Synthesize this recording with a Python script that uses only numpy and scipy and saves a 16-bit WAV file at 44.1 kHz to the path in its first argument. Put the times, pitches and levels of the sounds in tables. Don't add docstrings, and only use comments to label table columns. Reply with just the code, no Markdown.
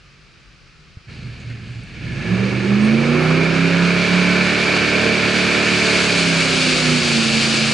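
import sys
import numpy as np
from scipy import signal
from scipy.fft import rfft, irfft, next_fast_len
from scipy.io import wavfile

SR = 44100
rng = np.random.default_rng(int(sys.argv[2]) if len(sys.argv) > 2 else 0)


def transcribe(u):
    v = np.clip(np.atleast_2d(u).T, -1, 1)
    q = np.round(v * 32767).astype(np.int16)
    wavfile.write(sys.argv[1], SR, q)


N = 340893
TIME = np.arange(N) / SR
PADDED = next_fast_len(N + 4096)


def from_db(db):
    return 10 ** (np.asarray(db) / 20)


def rms_one(x):
    return x / np.sqrt(np.mean(x ** 2) + 1e-20)


def in_time(*tables):
    return np.interp(TIME, *np.vstack(tables).T)


def ramp(start_s, length_s):
    return np.clip((TIME - start_s) / length_s, 0, 1)


def swells(rows):
    return sum(db * np.exp(-((TIME - s) / half_s) ** 2) for s, half_s, db in rows)


def drift(rate_hz):
    step = 40
    pole = np.exp(-2 * step * np.pi * rate_hz / SR)
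    noise = rng.standard_normal(N // step + 2002)
    slow = signal.lfilter([1], [1, -2 * pole, pole * pole], noise)[2000:]
    return np.interp(np.arange(N) / step, np.arange(len(slow)), rms_one(slow))


def coloured(x, spectrum, skirt_db=18):
    hz, db = np.transpose(spectrum)
    bins = np.maximum(np.arange(PADDED // 2 + 1) * SR / PADDED, 1)
    octaves_outside = np.abs(np.log2(bins / np.clip(bins, hz[0], hz[-1])))
    gain = from_db(np.interp(np.log(bins), np.log(hz), db) - skirt_db * octaves_outside)
    return irfft(rfft(x, PADDED) * gain, PADDED)[..., :N]


def placed(x, sides):
    left, right = np.broadcast_to(x, (2, N))
    return np.array([coloured(left, np.multiply(sides, [1, .5]), skirt_db=0),
                     coloured(right, np.multiply(sides, [1, -.5]), skirt_db=0)])


def turbulence(spectrum, width):
    mid, side = rng.standard_normal((2, N))
    return rms_one(coloured(mid + width * side * np.array([[1], [-1]]), spectrum))


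def resonating(hz, width_hz):
    pole = np.exp(-np.pi * abs(width_hz) / SR)
    section = [1, 0, -1, 1, -2 * pole * np.cos(2 * np.pi * hz / SR), pole * pole]
    return rms_one(signal.sosfilt([section, section], rng.standard_normal(N)))


def partial(cycles, multiple):
    return np.sqrt(2) * np.sin(2 * np.pi * (multiple * cycles + rng.random()))


def unsteady(cycles, rough, flutter_hz, multiple):
    steady = np.exp(2j * np.pi * (multiple * cycles + rng.random()))
    flutter = 1 + rough * (drift(flutter_hz) + 1j * drift(flutter_hz))
    return (steady * flutter).real / np.sqrt(.5 + rough ** 2)


def car():
    # pitch_hz, level_db
    cabin = [(24, -11), (46, 2), (75, -9.5), (150, -3.5), (280, -19.5), (355, -16), (800, -27), (1050, -25),
             (1200, -17), (1980, -20), (2450, -15.5), (3400, -24), (4700, -21.5), (10000, -46)]
    start_s, pitch_hz, attack_s, decay_s = 0.97, 94, 0.003, 0.0051
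    age = np.maximum(TIME - start_s, 0)
    envelope = np.exp(-age / decay_s) * (1 - np.exp(-age / attack_s))
    bump = from_db(-16) * np.sin(2 * np.pi * pitch_hz * age) * envelope
    return from_db(-47.5) * turbulence(cabin, width=0.42) - bump


def hull_boom_db(hz, planing):
    # pitch_hz, level_db
    stern_low = [(75, -33), (105, -21), (116, -21.5), (126, -25.5), (155, -21), (175, -17.5), (192, -22),
                 (215, -15.5), (245, -20), (290, -33.5)]
    # pitch_hz, level_db
    skimming = [(138, -28.5), (155, -27), (170, -22.5), (185, -28.5), (222, -20.5), (248, -25.5),
                (295, -31)]
    # time_s, half_length_s, change_db
    surges = [(1.88, 0.056, -13), (2.113, .04, 9), (2.416, .04, 4), (2.505, 0.023, -3), (2.65, 0.023, -2),
              (2.73, .05, 4.5), (4.062, 0.057, -6), (4.3, 0.039, 3), (4.69, .06, -3), (6.928, .06, 6.5),
              (7.053, 0.045, -3.5)]
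    low_db = np.interp(hz, *np.transpose(stern_low))
    skimming_db = np.interp(hz, *np.transpose(skimming))
    idle_db = -12 * (1 - ramp(start_s=2.256, length_s=0.059))
    surge_db = swells(surges) + 1.74 * drift(5.2)
    return (1 - planing) * low_db + planing * skimming_db + idle_db + surge_db


def exhaust(cycles, fifth_db, eighth_db, bark_db, rough):
    # cycle_multiple, level_db
    tones = [(2, -8), (3, -2.5), (4, -4), (6, -1), (7, -9.5), (9, -20), (10, -2.5), (11, -4), (12, 1),
             (13, -4.5), (14, -11.5), (15, -12), (16, -2.5), (17, -4.5), (18, -3), (19, -13), (20, -31),
             (21, -7), (22, -14)]
    # pitch_hz, gain_db
    pipes = [(45, -7), (70, -1.5), (88, -4), (110, 0), (190, 2.5), (225, 4), (300, -1.5), (368, 3.5),
             (440, -0.5), (510, -1), (620, -2), (900, -15)]
    # pitch_hz, level_db
    rumble = [(30, -23), (60, -25), (95, -1.5), (120, -4), (200, 3), (330, -2), (480, 0.5), (700, -9.5),
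              (1100, -17.5)]
    # pitch_hz, level_db
    idle_rumble = [(22, -30), (46, -29), (65, -18), (115, 2.5), (200, -5.5), (300, -14), (500, -24)]
    # time_s, level_db
    burble_levels = [(1.08, -37), (1.55, -35.5), (1.87, -38), (2.1, -27.5), (2.22, -27.5), (2.4, -37),
                     (3.0, -62)]
    boom = from_db(fifth_db) * unsteady(cycles, .22 * rough, flutter_hz=15, multiple=5)
    boom += from_db(eighth_db) * unsteady(cycles, 0.47 * rough, flutter_hz=12, multiple=8)
    bark = sum(from_db(db) * unsteady(cycles, rough * (.5 + 0.078 * k), 5.2, k) for k, db in tones)
    bark = from_db(bark_db + 0.13 - 4.1 * rough) * rms_one(coloured(bark, pipes))
    gas = from_db(bark_db + 3.5) * rough * turbulence(rumble, width=0.36)
    burble = turbulence(idle_rumble, width=0.12) + 0.2 * partial(cycles, multiple=3)
    return boom + bark + gas + from_db(in_time(burble_levels)) * burble


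def rasp(cycles, rasp_db, rough):
    # pitch_hz, level_db
    colour = [(700, -17), (1100, -24.5), (1400, -5.5), (1750, -3), (1980, -7.5), (2230, 3), (2550, -0.5),
              (3300, -12.5), (4500, -12.5), (5400, -20), (6600, -24.5), (7600, -47), (8650, -43),
              (11000, -52)]
    # cycle_multiple, level_db
    pump_tones = [(24, -27), (26, -35), (28, -29), (30, -27), (36, -21), (40, -22.5), (42, -21.5),
                  (48, -22), (50, -22.5), (52, -28)]
    puffs = 0.068 * partial(cycles, 1) + 0.047 * partial(cycles, 4) + 0.1 * partial(cycles, 5)
    hiss = turbulence(colour, width=0.33) * (1 + puffs) * from_db(0.16 * drift(25))
    shaky_cycles = cycles + .001 * drift(10)
    clatter = sum(partial(shaky_cycles, k) / k ** 2 for k in range(23, 72))
    clatter = from_db(-6.5) * rms_one(coloured(clatter, colour))
    once_a_cycle = np.diff(np.floor(shaky_cycles), prepend=0)
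    crack_band = signal.butter(2, [450, 2000], "band", fs=SR, output="sos")
    crack = rms_one(signal.sosfilt(crack_band, once_a_cycle))
    pump = sum(from_db(db) * unsteady(shaky_cycles, 0.57, 3.8, k) for k, db in pump_tones)
    snarl = clatter + from_db(-12 + 2.1 * np.tanh(drift(10))) * crack + from_db(6.5) * pump
    evenness = np.clip(1 - rough, 0, 1) ** 2
    return from_db(rasp_db) * (from_db(-2) * hiss + evenness * snarl)


def ringing(bark_db, rasp_db, howl_db, buzz_db):
    # pitch_hz, width_hz, gain_db
    hull_panel = (350, 59, -6.5)
    # pitch_hz, width_hz, gain_db
    rasp_rings = [(1715, 133, -11), (6590, 270, -32.5), (8380, 500, -34.5)]
    # pitch_hz, width_hz, gain_db
    intake = (2324, 223, -6.5)
    driven = ((bark_db + buzz_db, [hull_panel]), (rasp_db + buzz_db, rasp_rings), (howl_db, [intake]))
    return sum(from_db(drive_db + db) * resonating(hz, width_hz)
               for drive_db, rings in driven for hz, width_hz, db in rings)


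def wind(wind_db):
    # pitch_hz, level_db
    buffeting = [(22, -10), (45, 9), (90, -3), (200, -18)]
    return from_db(wind_db + 1.5 * drift(4)) * turbulence(buffeting, width=0.45)


def water(churn_db, spray_db):
    # pitch_hz, level_db
    churn_colour = [(350, -14), (650, -0.5), (900, -5.5), (1300, 1), (1800, -7.5), (3000, -21)]
    # time_s, half_length_s, extra_db
    dig = (3.26, 0.26, 5.7)
    # pitch_hz, level_db
    spray_colour = [(1000, -29), (2000, -7.5), (2620, 8), (3250, 3), (3900, 3), (4550, 5.5), (5200, -2.5),
                    (6100, -7), (6800, -7), (7800, -11.5), (8800, -13), (9600, -19), (11000, -25.5)]
    # time_s, half_length_s, extra_db
    heavy_sheets = [(4.129, .1, 1.5), (4.6, 0.16, 1.3), (5.875, 0.1, 1.2), (6.652, 0.092, 1.2)]
    # pitch_hz, left_minus_right_db
    sides = [(1000, -3), (3300, 0.5), (5850, 4.5), (10400, 1)]
    churn = turbulence(churn_colour, width=0.25) * from_db(churn_db + swells([dig]) + drift(25))
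    drops_per_s = 2500
    drop_sizes = rng.standard_normal(N) * from_db(3 * np.minimum(rng.exponential(1, N), 4))
    drops = (rng.random(N) < drops_per_s / SR) * drop_sizes
    sheet = turbulence(spray_colour, width=0.2) + from_db(-8.5) * rms_one(coloured(drops, spray_colour))
    treble_only = signal.butter(2, 5600, "high", fs=SR, output="sos")
    mist = signal.sosfilt(treble_only, turbulence(spray_colour, width=0.31))
    mist *= from_db(-7 + 12 * ramp(start_s=4.96, length_s=1.13))
    spray = (sheet + mist) * from_db(spray_db + swells(heavy_sheets) + 0.74 * drift(15))
    return placed(churn + spray, sides)


def knocks():
    # start_s, level_db, pitch_hz, width_hz, decay_s
    bursts = [(1.1, -50, 4370, 700, 0.22), (1.3, -46, 1751, 500, .008), (1.4, -55, 6500, 2000, .025),
              (1.5, -38.5, 2050, 1100, 0.035), (1.836, -51, 9000, 2400, 0.0027)]
    return sum(from_db(db) * (TIME >= s) * np.exp(-np.abs(TIME - s) / decay_s) * resonating(hz, width_hz)
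               for s, db, hz, width_hz, decay_s in bursts)


def whistle(cycle_hz):
    # time_s, level_db
    levels = [(2.74, -80), (2.82, -53), (2.88, -50), (2.97, -63), (3.2, -59), (3.5, -76)]
    sounding = (TIME > levels[0][0]) & (TIME < levels[-1][0])
    gain = from_db(in_time(levels) + 4 * np.tanh(drift(14)))
    return sounding * gain * unsteady(np.cumsum(cycle_hz) / SR, rough=2.5, flutter_hz=220, multiple=325)


def level(rule, state):
    return rule[0] + np.dot(rule[1:], state)


def jet_boat():
    # time_s, cycle_hz (one cycle is two turns)
    idle = [(1.08, 15), (2.11, 14.3)]
    run = [(2.27, 21.77), (2.39, 23.84), (2.44, 24.39), (2.54, 24.35), (2.71, 24.93), (2.92, 27.56),
           (3.3, 32.0), (3.43, 32.93), (3.91, 35.03), (4.29, 36.1), (5.01, 37.1), (5.78, 36.92),
           (6.0, 36.16), (6.25, 34.01), (6.98, 30.7), (7.2, 28.15), (7.39, 27.86), (7.73, 27.87)]
    # time_s, share_of_top_pace
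    pace = [(1.9, 0.05), (2.35, 0.29), (2.9, 0.42), (3.5, 0.61), (4.15, 0.79), (4.6, 0.83), (5.3, 0.89),
            (5.9, 0.93), (7.7, 1)]
    # base_db, db_per_octave_of_revs, throttle_shut_change_db, at_rest_change_db
    bark_rule = (-23, 11, -22, 3)
    rasp_rule = (-19.5, 7.5, -7.5, -6)
    buzz_rule = (-11, -7.5, -13.5, 13)
    howl_rule = (-19, 19.5, -8, -3)
    wind_rule = (-48.5, -8, 10, -21)
    churn_rule = (-28.5, 6, -11.5, -6)
    spray_rule = (-22.5, 0, -2.5, -26.5)
    # time_s, half_length_s, extra_db
    growls = [(3.147, 0.4, 2), (5.06, 0.073, 4)]
    # pitch_hz, left_minus_right_db
    sides = [(60, 8), (110, -4), (190, -5), (330, -6.5), (590, -6.5), (1050, 2.5), (1860, -1.5), (3300, -5),
             (9000, -5.5)]
    # start_s, length_s
    opening = (1.896, 0.15)
    loading = (1.958, 0.36)
    climbing = (4.41, 0.16)
    cycle_hz, flat_out_hz = in_time(idle, run), 37
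    octaves = np.log2(cycle_hz / flat_out_hz)
    shut, unloaded, planing = 1 - ramp(*opening), 1 - ramp(*loading), ramp(*climbing)
    slowness = 1 - in_time(pace)
    prompt, lagging = np.array([octaves, shut, slowness]), np.array([octaves, unloaded, slowness])
    bark_db = level(bark_rule, lagging) + swells(growls)
    rasp_db = level(rasp_rule, prompt)
    rough = np.clip(0.17 - 0.48 * octaves + 0.083 * planing, 0, 1)
    cycles = np.cumsum(cycle_hz * (1 + 0.0053 * rough * drift(14.4))) / SR
    fifth_db, eighth_db = hull_boom_db(5 * cycle_hz, planing), hull_boom_db(8 * cycle_hz, planing)
    engine = exhaust(cycles, fifth_db, eighth_db, bark_db, rough) + rasp(cycles, rasp_db, rough)
    engine += ringing(bark_db, rasp_db, level(howl_rule, prompt), level(buzz_rule, lagging))
    engine += whistle(cycle_hz)
    centred = 0.4 * unloaded
    engine = (1 - centred) * placed(engine, sides) + centred * engine
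    boat = engine + knocks() + wind(level(wind_rule, lagging))
    return boat + water(level(churn_rule, lagging), level(spray_rule, lagging))


def scene():
    aboard_s, fade_s = 1.08, 0.03
    aboard = ramp(aboard_s - fade_s / 2, fade_s)
    return aboard * jet_boat() + (1 - aboard) * car()


def record(dry):
    cutoff_hz = 10950
    return signal.sosfilt(signal.ellip(12, .1, 90, cutoff_hz, fs=SR, output="sos"), dry)


dry = scene()
out = record(dry)
transcribe(out)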